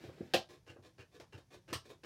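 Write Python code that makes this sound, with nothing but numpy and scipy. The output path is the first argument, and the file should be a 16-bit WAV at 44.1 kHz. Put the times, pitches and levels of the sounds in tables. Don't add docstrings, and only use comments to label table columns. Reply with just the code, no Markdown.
import sys
import numpy as np
from scipy import signal
from scipy.fft import rfft, irfft, next_fast_len
from scipy.io import wavfile

SR = 44100
rng = np.random.default_rng(int(sys.argv[2]) if len(sys.argv) > 2 else 0)


def digitize_waveform(pressure):
    field = np.atleast_2d(pressure).T
    bounded = np.clip(field, -1, 1)
    quanta = np.round(bounded * 32767).astype(np.int16)
    wavfile.write(sys.argv[1], SR, quanta)


N = 90404
TIME = np.arange(N) / SR

# start in seconds, rise in seconds, fall in seconds, level in dB.
CUTS = [(0.664, 0.038, 0.022, -53.5), (0.979, 0.024, 0.027, -52.5), (1.322, 0.01, 0.05, -54.5),
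        (1.678, 0.026, 0.028, -51.5), (2.032, 0.0099, .035, -49)]
# frequency in Hz, relative level in dB.
CUT_COLOUR = [(110, -22.5), (180, -6), (230, -8.5), (396, 4), (633, -6.5), (1370, -12.5), (1650, -2.5),
              (2030, -14.5), (2590, -8), (2790, -7.5), (3430, -18), (5000, -18.5), (11200, -36),
              (14600, -39), (16000, -41)]
# start in seconds, level in dB.
SQUEAKS = [(0.686, -54.5), (.998, -57), (1.33, -60.5), (1.688, -57)]
# start in seconds, rise in seconds, fall in seconds, level in dB.
SLIDES = [(0.487, 0.017, 0.031, -53.5), (0.528, 0.016, 0.03, -60.5), (0.824, 0.033, 0.028, -58),
          (1.113, 0.034, 0.012, -65.5), (1.142, 0.012, 0.025, -57), (1.376, 0.0057, 0.017, -56),
          (1.504, 0.031, 0.015, -54), (1.535, 0.014, 0.015, -56), (1.842, 0.016, 0.041, -57.5),
          (1.891, 0.015, 0.023, -53)]
# frequency in Hz, relative level in dB.
SLIDE_COLOUR = [(110, -13.5), (180, -10), (257, -11), (354, 1), (764, -14.5), (824, -22), (994, -11),
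                (1420, -22), (1750, -12), (2110, -23.5), (2400, -15.5), (2950, -22.5), (3630, -16.5),
                (4300, -20.5), (16000, -41)]
# start in seconds, level in dB, length of the tear in seconds,
# level of the blow that rings the wall in dB, name of the colour.
SNAPS = [(0.337, -28.5, 0.012, -35.5, "deep"), (1.199, -54, .003, -76, "tiny"),
         (1.7295, -38, .012, -51.5, "thin")]
SNAP_COLOURS = {"deep": [(100, -26.5), (200, -9.5), (340, -6.5), (420, -14.5), (520, -3.5), (780, 1),
                (910, -19), (1250, -6.5), (1450, -19), (1650, -6.5), (2100, -15), (2650, -4.5), (3700, -8),
                (5000, -13), (7000, -22), (10000, -28.5), (14000, -29.5), (16000, -37)], "thin": [(100, -9),
                (350, -5.5), (780, -15), (1120, 1.5), (1330, -0.5), (1500, -18), (1750, -3.5), (2400, -10),
                (2800, -2), (3500, -6.5), (5700, -8), (7200, -19.5), (8200, -12.5), (9400, -13),
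                (10600, -28.5), (12700, -19.5), (16000, -33)], "tiny": [(200, -3), (500, 9.5), (1000, 2),
                (2800, -5), (5500, -7.5), (9000, -20), (16000, -27)]}
# start in seconds, level of the blow in dB,
# softness as a low-pass cut-off in Hz, pitch of the dent in Hz.
KNOCKS = [(0.038, -40.5, 610, 306), (.059, -56, 800, 408), (.089, -43, 1270, 315), (0.178, -48, 900, 394),
          (0.2065, -30, 430, 233), (.2070, -31.5, 450, 405), (.226, -41.5, 345, 226),
          (0.3403, -23.5, 900, 316), (.3460, -22.5, 840, 494), (0.556, -54, 490, 355),
          (0.7617, -44.5, 1110, 440), (.787, -49, 450, 250), (1.156, -62, 600, 364), (1.198, -45, 700, 393),
          (1.344, -49, 610, 309), (1.380, -46.5, 1075, 308), (1.517, -55.5, 900, 373),
          (1.7248, -32, 454, 320), (1.910, -47, 1124, 420)]
# frequency in Hz, relative level in dB.
TICK_COLOUR = [(200, -25.5), (700, -2), (1200, 3.5), (2800, -5.5), (6000, -16), (16000, -34)]
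# frequency in Hz, relative level in dB, 60 dB decay time in seconds.
WALL_MODES = [(221.4, -11.5, 0.098), (286, -9.5, .08), (353.4, -1, 0.17), (484, 3, 0.08), (534.4, -1, 0.15),
              (588, -1.5, 0.084), (660, -5, 0.2), (718, -5, 0.12), (777, -3, 0.13), (1190, -13, 0.043),
              (1288, -12, 0.14), (1592, -7, 0.25), (2575, -3.5, .12), (2722, -10, .12), (3780, -8.5, 0.17)]
# start in seconds, level of the jolt in dB.
THUDS = [(.042, -52), (.074, -50), (.216, -49.5), (0.354, -47.5), (0.688, -52), (0.783, -54), (.986, -51.5),
         (1.208, -58), (1.34, -46), (1.556, -62.5), (1.692, -53), (1.724, -52), (1.746, -44)]
# time in seconds, level in dB.
RUSTLE = [(0, -58.5), (.045, -54), (.11, -64), (.18, -62), (.26, -62.5), (.32, -64.5), (.42, -79.5)]
# frequency in Hz, relative level in dB.
RUSTLE_COLOUR = [(71, -34), (120, -3), (418, -0.5), (1140, -18), (1680, -13), (3980, -19), (4500, -20),
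                 (10800, -36), (14400, -35), (16000, -41)]
# frequency in Hz, relative level in dB.
FLOOR_COLOUR = [(15, -33), (25, -3.5), (134, 0), (317, -19.5), (463, -38), (796, -24), (1480, -37),
                (3820, -35.5), (5430, -29), (5880, -28.5), (7710, -38), (9570, -34.5), (16000, -45.5)]
# frequency in Hz, 60 dB decay time in seconds.
ROOM_T60 = [(100, 0.16), (300, 0.15), (700, 0.2), (2000, 0.15), (5000, 0.19), (13000, 0.14)]

CUT_SLIPS_PER_S, SLIDE_SLIPS_PER_S, RUSTLE_SLIPS_PER_S = 1500, 3400, 1800
BITE_S, BITE_SHARE = 0.0036, 0.51
SWELL_POWER = 0.82
SLIP_FLUTTER_DB, SLIP_FLUTTER_HZ = 2, 126
SQUEAK_HZ, SQUEAK_T60_S = 2770, 0.24
SQUEAK_RISE_S, SQUEAK_FALL_S = 0.014, 0.017
RUB_WALL_DB, RUB_SOFT_HZ = -32, 307
TEAR_DB, TEAR_SLIPS_PER_S = 1, 1900
CRACK_DB, SNAP_ROOM_DB = -16, 6
SNAP_SPAN_S = 0.02
DENT_T60_S, TICK_DB = 0.028, 11
WALL_DB, WALL_SPREAD_DB = -16, 2.5
THUD_HZ, THUD_T60_S, THUD_SOFT_HZ = [90.3, 127.4], 0.17, 200
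FLOOR_DB = -69.5
ROOM_BUILD_S = 0.0044
CUTOFF_HZ = 16000


def cuts():
    speed = strokes(CUTS)
    friction = speed * grip() * slips(CUT_SLIPS_PER_S, spread_db=1.5)
    return room(colour(friction, CUT_COLOUR), wet_db=-2)


def squeaks():
    level = strokes([(s, SQUEAK_RISE_S, SQUEAK_FALL_S, db) for s, db in SQUEAKS])
    resonance = ring(rng.standard_normal(N), SQUEAK_HZ, SQUEAK_T60_S)
    blade = np.cos(np.angle(signal.hilbert(resonance)))
    return room(level * blade, wet_db=-19)


def slides():
    speed = strokes(SLIDES)
    friction = speed * grip() * slips(SLIDE_SLIPS_PER_S, spread_db=1.5)
    push = soften(friction, RUB_SOFT_HZ)
    rasp = room(colour(friction, SLIDE_COLOUR), wet_db=-1)
    return rasp + from_db(RUB_WALL_DB) * wall([push])


def snaps():
    out = wall([from_db(ring_db) * click(s) for s, _, _, ring_db, _ in SNAPS])
    for s, db, tear_s, _, kind in SNAPS:
        running = (TIME >= s) * np.clip(1 - (TIME - s) / tear_s, 0, 1) ** 0.5
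        breaks = running * slips(TEAR_SLIPS_PER_S, spread_db=-4)
        tear = from_db(TEAR_DB) * energy_one(breaks)
        crack = from_db(CRACK_DB) * click(s)
        echo = from_db(SNAP_ROOM_DB) * signal.fftconvolve(click(s), reflections())[:N]
        split = energy_one(crack + tear + echo)
        gain = from_db(db) * np.sqrt(SNAP_SPAN_S * SR)
        out = out + gain * colour(split, SNAP_COLOURS[kind])
    return out


def knocks():
    blows = [from_db(db) * click(s, soft_hz) for s, db, soft_hz, _ in KNOCKS]
    dents = sum(ring(blow, hz, DENT_T60_S) for blow, (*_, hz) in zip(blows, KNOCKS))
    pop = signal.sosfilt(signal.butter(2, 150, "high", fs=SR, output="sos"), dents)
    tick = from_db(TICK_DB) * colour(sum(blows), TICK_COLOUR)
    return room(pop, wet_db=-10.5) + room(tick, wet_db=6.5) + from_db(WALL_DB) * wall(blows)


def thuds():
    jolts = sum(from_db(db) * click(s, THUD_SOFT_HZ) for s, db in THUDS)
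    return sum((-1) ** k * ring(jolts, hz, THUD_T60_S) for k, hz in enumerate(THUD_HZ))


def rustle():
    level = from_db(np.interp(TIME, *np.transpose(RUSTLE)))
    friction = level * slips(RUSTLE_SLIPS_PER_S, spread_db=0)
    return room(colour(friction, RUSTLE_COLOUR), wet_db=-0.5)


def room_floor():
    return from_db(FLOOR_DB) * colour(rng.standard_normal(N), FLOOR_COLOUR)


def strokes(rows):
    return sum(from_db(db) * swell(s, rise, fall) for s, rise, fall, db in rows)


def swell(start, rise, fall):
    bite = min(BITE_S, rise / 2)
    speed = np.interp(TIME - start, [0, bite, rise, rise + fall], [0, BITE_SHARE, 1, 0])
    return speed ** SWELL_POWER


def grip():
    wander = soften(rng.standard_normal(N), SLIP_FLUTTER_HZ)
    return rms_one(from_db(SLIP_FLUTTER_DB * rms_one(wander)))


def slips(per_s, spread_db):
    sizes = from_db(spread_db * np.minimum(rng.exponential(1, N), 3))
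    signs = rng.choice([-1, 1], N)
    happens = rng.random(N) < per_s / SR
    return rms_one(sizes * signs * happens)


def wall(blows):
    strengths = from_db(WALL_SPREAD_DB * rng.standard_normal((len(blows), len(WALL_MODES))))
    drives = strengths.T @ np.array(blows)
    out = np.zeros(N)
    for k, (hz, db, t60) in enumerate(WALL_MODES):
        out += (-1) ** k * from_db(db) * ring(drives[k], hz, t60)
    return out


def ring(x, hz, t60):
    r, w = from_db(-60 / (t60 * SR)), 2 * np.pi * hz / SR
    return signal.lfilter([0, np.sin(w)], [1, -2 * r * np.cos(w), r * r], x + 1e-18)


def click(s, soft_hz=None):
    x = np.zeros(N)
    x[int(s * SR)] = 1
    return x if soft_hz is None else soften(x + 1e-18, soft_hz)


def soften(x, hz):
    return signal.sosfilt(signal.butter(2, hz, fs=SR, output="sos"), x)


def room(x, wet_db):
    wet = from_db(wet_db)
    return (x + wet * signal.fftconvolve(x, reflections())[:N]) / np.hypot(1, wet)


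def reflections():
    t = TIME[:SR // 2]
    white, tail = rfft(rng.standard_normal(len(t))), 0
    hz = np.arange(len(white)) * SR / len(t)
    build = 1 - np.exp(-t / ROOM_BUILD_S)
    edges = np.geomspace(60, 18000, 26)
    for low, high in zip(edges, edges[1:]):
        band = irfft(white * (hz >= low) * (hz < high), len(t))
        decay = from_db(-60 * t / at_hz(ROOM_T60, np.sqrt(low * high)))
        tail = tail + np.sqrt(high - low) * energy_one(band * decay * build)
    return energy_one(tail)


def colour(x, spectrum):
    size = next_fast_len(N + SR // 2) * 2
    hz = np.maximum(np.arange(size // 2 + 1) * SR / size, 20)
    log_gain = np.log(rms_one(from_db(at_hz(spectrum, hz))))
    cepstrum = irfft(log_gain)[:size // 2]
    cepstrum[1:] *= 2
    return irfft(rfft(x, size) * np.exp(rfft(cepstrum, size)))[:N]


def at_hz(points, hz):
    f, value = np.transpose(points)
    return np.interp(np.log(np.maximum(hz, 1)), np.log(f), value)


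def from_db(db):
    return 10 ** (np.asarray(db) / 20)


def rms_one(x):
    return x / np.sqrt(np.mean(x ** 2) + 1e-20)


def energy_one(x):
    return rms_one(x) / np.sqrt(len(x))


def scene():
    scissors = cuts() + squeaks() + slides()
    bottle = snaps() + knocks() + thuds() + rustle()
    return (scissors + bottle + room_floor())[None]


def record(dry):
    thin = signal.sosfilt(signal.butter(4, 55, "high", fs=SR, output="sos"), dry)
    return signal.sosfilt(signal.ellip(10, 0.2, 70, CUTOFF_HZ, fs=SR, output="sos"), thin)


dry = scene()
out = record(dry)
digitize_waveform(out)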